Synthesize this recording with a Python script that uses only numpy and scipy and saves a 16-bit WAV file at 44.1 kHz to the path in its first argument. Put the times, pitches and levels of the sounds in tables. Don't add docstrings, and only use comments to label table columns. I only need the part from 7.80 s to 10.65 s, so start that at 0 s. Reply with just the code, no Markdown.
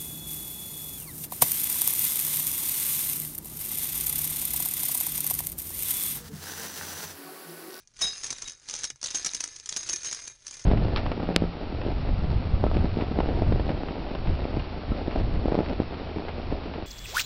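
import sys
import numpy as np
from scipy import signal
from scipy.fft import rfft, irfft, next_fast_len
from scipy.io import wavfile
from scipy.ndimage import uniform_filter1d, minimum_filter1d, map_coordinates

SR = 44100
rng = np.random.default_rng(int(sys.argv[2]) if len(sys.argv) > 2 else 0)


def materialize(psi):
    bounded = np.clip(np.atleast_2d(psi).T, -1, 1)
    quanta = np.round(bounded * 32767).astype(np.int16)
    wavfile.write(sys.argv[1], SR, quanta)


N = 125685
IMPACT_RISE_S = 0.00017

# (time [s], level [dB])
GRINDING = [(0, -53), (0.06, -72), (0.14, -60.5), (0.19, -41), (0.23, -28), (0.31, -39.5), (0.41, -43),
            (0.45, -38.5), (0.55, -43), (0.69, -41.5), (0.79, -57.5), (0.86, -51.5), (0.9, -40),
            (1.05, -37), (1.13, -59), (1.2, -64.5), (1.25, -38), (1.37, -36.5), (1.5, -41), (1.64, -42),
            (1.74, -47.5), (1.84, -50), (1.9, -43.5), (1.99, -39), (2.04, -39), (2.12, -36), (2.21, -41.5),
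            (2.27, -37), (2.36, -39.5), (2.46, -44), (2.48, -43), (2.58, -60.5), (2.64, -53), (2.7, -45.5),
            (2.85, -45)]
# (frequency [Hz], level [dB], T60 [s])
STEEL_MODES = [(727, -19, 0.3), (1147, -23, 0.46), (2730, -20, 0.48), (3811, -7.5, 0.42), (5028, -8, 0.42),
               (5232, -5.5, 0.22), (6448, -1, 0.32), (6500, -3, 0.26), (9540, -5.5, 0.28)]
# (frequency [Hz], relative density [dB])
RUMBLE_SPECTRUM = [(12, -8), (28, 3.5), (70, -3.5), (130, -3.5), (400, -54.5)]


def shell_snaps(size=2048, fade_s=0.0011, splinter_db=7, shell_hz=6220, pitch_spread=0.047):
    # (time [s], level [dB], splintering duration [s])
    breaks = [(0.074, -44.5, 0.0009), (0.215, -21, 0.012), (0.38, -35.5, 0.0017), (0.433, -29.5, 0.0031),
              (0.441, -30, 0.0057), (0.462, -33, 0.0068), (0.504, -23, 0.0042), (0.527, -27.5, 0.0022),
              (0.584, -35.5, 0.0012), (0.6205, -29, 0.0038), (0.677, -33, 0.0027), (0.683, -30.5, 0.0021),
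              (0.697, -32.5, 0.0022), (0.72, -38, 0.00189), (0.798, -47, 0.0008), (0.887, -34, 0.0042),
              (0.897, -27.5, 0.0019), (0.91, -28, 0.0013), (0.939, -24, 0.0015), (0.952, -28.5, 0.00092),
              (0.956, -29.5, 0.00068), (0.962, -32, 0.0035), (0.99, -32.5, 0.0023), (1.034, -26.5, 0.002),
              (1.041, -22, 0.0025), (1.05, -26.5, 0.0026), (1.1018, -28, 0.0021), (1.159, -46.5, 0.00172),
              (1.214, -35.5, 0.0025), (1.229, -23, 0.00078), (1.24, -23.5, 0.0013), (1.243, -26, 0.0028),
              (1.259, -28, 0.0044), (1.27, -29, 0.0026), (1.305, -27.5, 0.00093), (1.31, -30.5, 0.0021),
              (1.346, -23, 0.0019), (1.349, -27.5, 0.0095), (1.372, -27.5, 0.0014), (1.384, -30.5, 0.002),
              (1.446, -22, 0.005), (1.461, -21.5, 0.0083), (1.514, -33, 0.0017), (1.535, -25, 0.00083),
              (1.547, -22, 0.0041), (1.565, -32.5, 0.0024), (1.605, -21.5, 0.0034), (1.639, -22, 0.0033),
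              (1.676, -31, 0.0015), (1.76, -38.5, 0.0078), (1.799, -32, 0.00076), (1.859, -31.5, 0.0025),
              (1.89, -24.5, 0.0043), (1.925, -27, 0.0014), (1.941, -35.5, 0.0019), (1.963, -23.5, 0.0028),
              (1.969, -21, 0.0031), (2.031, -40, 0.0035), (2.076, -38, 0.0028), (2.0892, -26, 0.0084),
              (2.098, -34, 0.0007), (2.131, -26, 0.0074), (2.1608, -22, 0.00088), (2.232, -33.5, 0.0037),
              (2.245, -30.5, 0.0046), (2.253, -33, 0.0086), (2.271, -28, 0.0013), (2.3122, -25.5, 0.0012),
              (2.327, -26, 0.0042), (2.347, -32, 0.0033), (2.402, -38, 0.00056), (2.475, -33, 0.0054),
              (2.667, -29.5, 0.00198), (2.68, -30, 0.00097), (2.71, -34.5, 0.0031), (2.739, -39, 0.007),
              (2.768, -41, 0.0039), (2.794, -42.5, 0.0057)]
    # (frequency [Hz], relative density [dB])
    snap_spectrum = [(40, -23), (120, -16), (400, -16.5), (700, -18), (1800, -12), (3000, -12),
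                     (4200, -9.5), (5400, -3.5), (6250, -4.5), (6900, -5), (7700, -12), (9800, -12),
                     (11200, -36), (12500, -69)]
    # (frequency [Hz], relative density [dB])
    hiss_spectrum = [(4000, -28), (11500, -4), (15500, -10)]
    out, t = np.zeros(N), np.arange(size) / SR
    for start, db, length in breaks:
        envelope = (1 - np.exp(-t / IMPACT_RISE_S)) * np.exp(-np.maximum(t - length, 0) / fade_s)
        strengths = np.r_[1, rng.standard_normal(95).clip(-2, 1)]
        splinters = amp(splinter_db * np.interp(t, np.linspace(0, t[-1], len(strengths)), strengths))
        fractures = envelope * splinters * rng.standard_normal(size)
        snap = colour(fractures, snap_spectrum)
        hz = shell_hz * np.exp(pitch_spread * rng.standard_normal())
        snap = unit(snap + amp(-2) * resonance(snap, hz, width_hz=510))
        hiss_db = -30 + 7.2 * min(db + 21.5, 2)
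        hiss = amp(hiss_db) * unit(colour(fractures, hiss_spectrum))
        add(out, start, amp(db - 1.5) * (snap + hiss) * np.sqrt(np.mean(envelope ** 2)))
    return out


def crumbs(size=256, ticks_per_s=480, fade_s=0.00095, median_hz=5600, clumps_per_s=90, clump_db=4.84):
    # (frequency [Hz], relative density [dB])
    crunch_spectrum = [(40, -11), (120, -17.5), (400, -10.5), (700, -15), (1900, -8), (3000, -10),
                       (4200, -8), (5400, -7.5), (6300, -1.5), (6900, -8), (7700, -14), (9800, -13),
                       (11000, -29), (12200, -58)]
    ticks, t = np.zeros(N), np.arange(size) / SR
    scrape = amp(-5) * rng.standard_normal(N)
    for k, draw in enumerate(rng.standard_normal((int(ticks_per_s * N / SR), size + 3))):
        late, strength, pitch = draw[:3]
        hz = median_hz * np.exp(0.288 * pitch)
        ring = amp(-5) * np.sin(2 * np.pi * hz * t) * np.exp(-t / (2 * fade_s))
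        tick = draw[3:] * np.exp(-t / fade_s) + ring
        add(ticks, (k + late) / ticks_per_s, amp(3 * min(strength, 2)) * tick)
    clumps = map_coordinates(rng.standard_normal(N // 20), [np.arange(N) * clumps_per_s / SR])
    crunch = colour(amp(clump_db * clumps) * (unit(ticks) + scrape), crunch_spectrum)
    running_rms = np.sqrt(np.abs(uniform_filter1d(crunch ** 2, int(0.0242 * SR))) + 1e-9)
    return amp(curve(GRINDING) - 5) * crunch / running_rms


def disc_clanks(boost_db=15.5, boost_width_hz=34, scatter_db=2.5, rattle_rad=0.5, rattle_per_s=110):
    # (time [s], level [dB], frequency struck hardest [Hz], decay time / free decay time [ratio])
    jolts = [(0.215, -30.5, 5238, 0.48), (.224, -33, 3811, 0.66), (.233, -35, 6570, 0.7),
             (.266, -36, 5028, 0.69), (.335, -45.5, 2730, 0.52), (.370, -45, 6382, 1.1),
             (.442, -44.5, 6445, 0.42), (.506, -45, 5238, 0.48), (.655, -49, 3811, 0.61),
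             (1.353, -36.5, 6460, 0.46), (1.969, -41, 6515, 0.96), (2.093, -43.5, 6445, 1.18),
             (2.134, -37.5, 6460, 0.36), (2.258, -43.5, 6510, 1.23)]
    out, t = np.zeros(N), np.arange(SR // 2) / SR
    hz, level, t60 = np.transpose(STEEL_MODES)[:, :, None]
    rise = 1 - np.exp(-t / 0.00095)
    for start, db, struck_hz, decay_ratio in jolts:
        boost = boost_db * np.exp(-((hz - struck_hz) / boost_width_hz) ** 2)
        weights = amp(level + boost + scatter_db * rng.standard_normal(hz.shape))
        rattle = np.array([np.interp(t * rattle_per_s, np.arange(len(knots)), knots)
                           for knots in rng.standard_normal((len(hz), 200))])
        modes = np.sin(2 * np.pi * (hz * t + rng.random(hz.shape)) + rattle_rad * rattle)
        add(out, start, amp(db) * rise * (weights * decay(t, t60 * decay_ratio) * modes).sum(0))
    return out


def disc_sympathy(drive, stall_db=-48):
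    ring = sum(damped_modes(STEEL_MODES, SR // 2))
    unjammed = amp(np.minimum(curve(GRINDING) - stall_db, 0))
    return amp(-4.5) * unjammed * excite(ring, drive)


def shell_clacks(fade_s=0.00048):
    # (time [s], level [dB], frequency [Hz])
    clacks = [(0.324, -20, 4940), (0.887, -22, 4260), (1.105, -24, 2030), (1.242, -22, 4370),
              (1.259, -17, 4170), (1.284, -23, 3780), (1.492, -17, 4160), (1.9267, -16.5, 3940),
              (2.293, -31, 3100)]
    out, t = np.zeros(N), np.arange(SR // 4) / SR
    envelope = (1 - np.exp(-t / IMPACT_RISE_S)) * np.exp(-t / fade_s)
    for start, db, hz in clacks:
        phase = 2 * np.pi * hz * t
        add(out, start, amp(db) * envelope * (np.sin(phase) + amp(-17) * np.sin(0.92 * phase)))
    return out


def tub_ring(spill):
    # (time [s], level [dB])
    bumps = [(2.096, -47.5), (2.137, -42.5)]
    # (frequency [Hz], level [dB], T60 [s])
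    tub_modes = [(360, 0, 0.1), (1754, -4, 0.21), (2442, 0.5, 0.15), (2120, -8, 0.13)]
    out, t = np.zeros(N), np.arange(SR // 4) / SR
    rise = 1 - np.exp(-t / IMPACT_RISE_S)
    modes = damped_modes(tub_modes, len(t))
    for start, db in bumps:
        add(out, start, amp(db) * rise * sum(modes))
    return out + amp(-17.5) * excite(sum(modes[1:]), spill)


def tub_reflections(pieces, paths=24, t60_s=0.06, delay_s=0.0022):
    out, t = np.zeros(N), np.arange(SR // 6) / SR
    tails = rng.standard_normal((paths, len(t))) * decay(t, t60_s) * (t > delay_s)
    position = np.linspace(0, paths - 1, N)
    for k, tail in enumerate(tails):
        crossfade = np.sqrt(np.maximum(1 - np.abs(position - k), 0))
        out += signal.fftconvolve(pieces * crossfade, tail / np.linalg.norm(tail))[:N]
    return amp(-8.5) * out


def board_knocks(t60_s=0.12):
    # (time [s], level [dB])
    knocks = [(0.215, -38), (0.244, -46.5), (0.506, -46.5), (0.623, -49.5), (1.042, -57.5), (1.231, -48.5),
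              (1.463, -48.5), (1.966, -51)]
    # (frequency [Hz], relative gain [dB])
    board_response = [(30, -9), (130, 1), (350, -3.5), (730, -1.5), (1500, -9), (6000, -67)]
    out, t = np.zeros(N), np.arange(SR // 4) / SR
    for start, db in knocks:
        add(out, start, amp(db) * decay(t, t60_s) * rng.standard_normal(len(t)))
    return colour(out, board_response)


def stand_rumble(thud_s=0.026):
    thuds = [(0.65, -67), (1.134, -57.5)]  # (time [s], level [dB])
    t = np.arange(N) / SR
    rocking = sum(amp(db) * np.exp(-((t - centre) / thud_s) ** 2) for centre, db in thuds)
    shaking = amp(-40.5 + 0.55 * curve(GRINDING))
    return (rocking + shaking) * colour(rng.standard_normal(N), RUMBLE_SPECTRUM)


def wind(gusts_per_s=13, gust_db=5.5):
    t = np.arange(N) / SR
    gusts = map_coordinates(rng.standard_normal(int(t[-1] * gusts_per_s) + 2), [t * gusts_per_s])
    return amp(-81 + gust_db * gusts) * colour(rng.standard_normal(N), RUMBLE_SPECTRUM)


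def open_air():
    # (frequency [Hz], relative density [dB])
    air_spectrum = [(25, -6.5), (400, -24), (1000, -28.5), (6000, -45), (10000, -39), (12000, -82.5)]
    return amp(-75) * colour(rng.standard_normal(N), air_spectrum)


def amp(db):
    return 10 ** (np.asarray(db) / 20)


def unit(x):
    return x / np.sqrt(np.mean(x ** 2) + 1e-20)


def decay(t, t60):
    return np.exp(-np.log(1000) * t / t60)


def curve(rows):
    return np.interp(np.arange(N) / SR, *np.transpose(rows))


def add(track, start_s, sound):
    part = track[max(0, round(start_s * SR)):][:len(sound)]
    part += sound[:len(part)]


def damped_modes(rows, size):
    t = np.arange(size) / SR
    return [amp(db) * decay(t, t60) * np.sin(2 * np.pi * hz * t) for hz, db, t60 in rows]


def excite(response, drive):
    return drive.std() * unit(signal.fftconvolve(drive, response)[:N])


def resonance(x, hz, width_hz):
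    y = signal.lfilter(*signal.iirpeak(min(hz, SR / 2 - 1), hz / width_hz, SR), x)
    return y * np.linalg.norm(x) / np.linalg.norm(y)


def colour(x, spectrum, size=4096):
    hz, db = np.transpose(spectrum)
    gain = amp(np.interp(np.log(np.fft.rfftfreq(size, 1 / SR) + 1), np.log(hz), db))
    cepstrum = irfft(np.log(gain + 1e-6))
    cepstrum[1:size // 2] *= 2
    cepstrum[size // 2 + 1:] = 0
    kernel = irfft(np.exp(rfft(cepstrum)))
    return signal.fftconvolve(x, kernel / np.linalg.norm(kernel))[:len(x)]


def scene():
    background = open_air() + wind() + stand_rumble() + board_knocks()
    crunch, snaps = crumbs(), shell_snaps()
    pieces = crunch + snaps + shell_clacks() + tub_ring(crunch)
    steel = disc_clanks() + disc_sympathy(crunch + amp(-11) * snaps)
    return (pieces + steel + tub_reflections(pieces) + background)[None]


def record(dry):
    ceiling_db, hold_s, top_hz = -17.5, 0.00055, 16200
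    hold = 2 * int(hold_s * SR / 2) + 1
    needed_gain = np.minimum(1, amp(ceiling_db) / (np.abs(dry) + 1e-9))
    limited = dry * uniform_filter1d(minimum_filter1d(needed_gain, hold), hold)
    size = next_fast_len(N + SR // 2)
    passband = np.fft.rfftfreq(size, 1 / SR) < top_hz
    return irfft(rfft(limited, size) * passband, size)[..., :N]


dry = scene()
out = record(dry)
materialize(out)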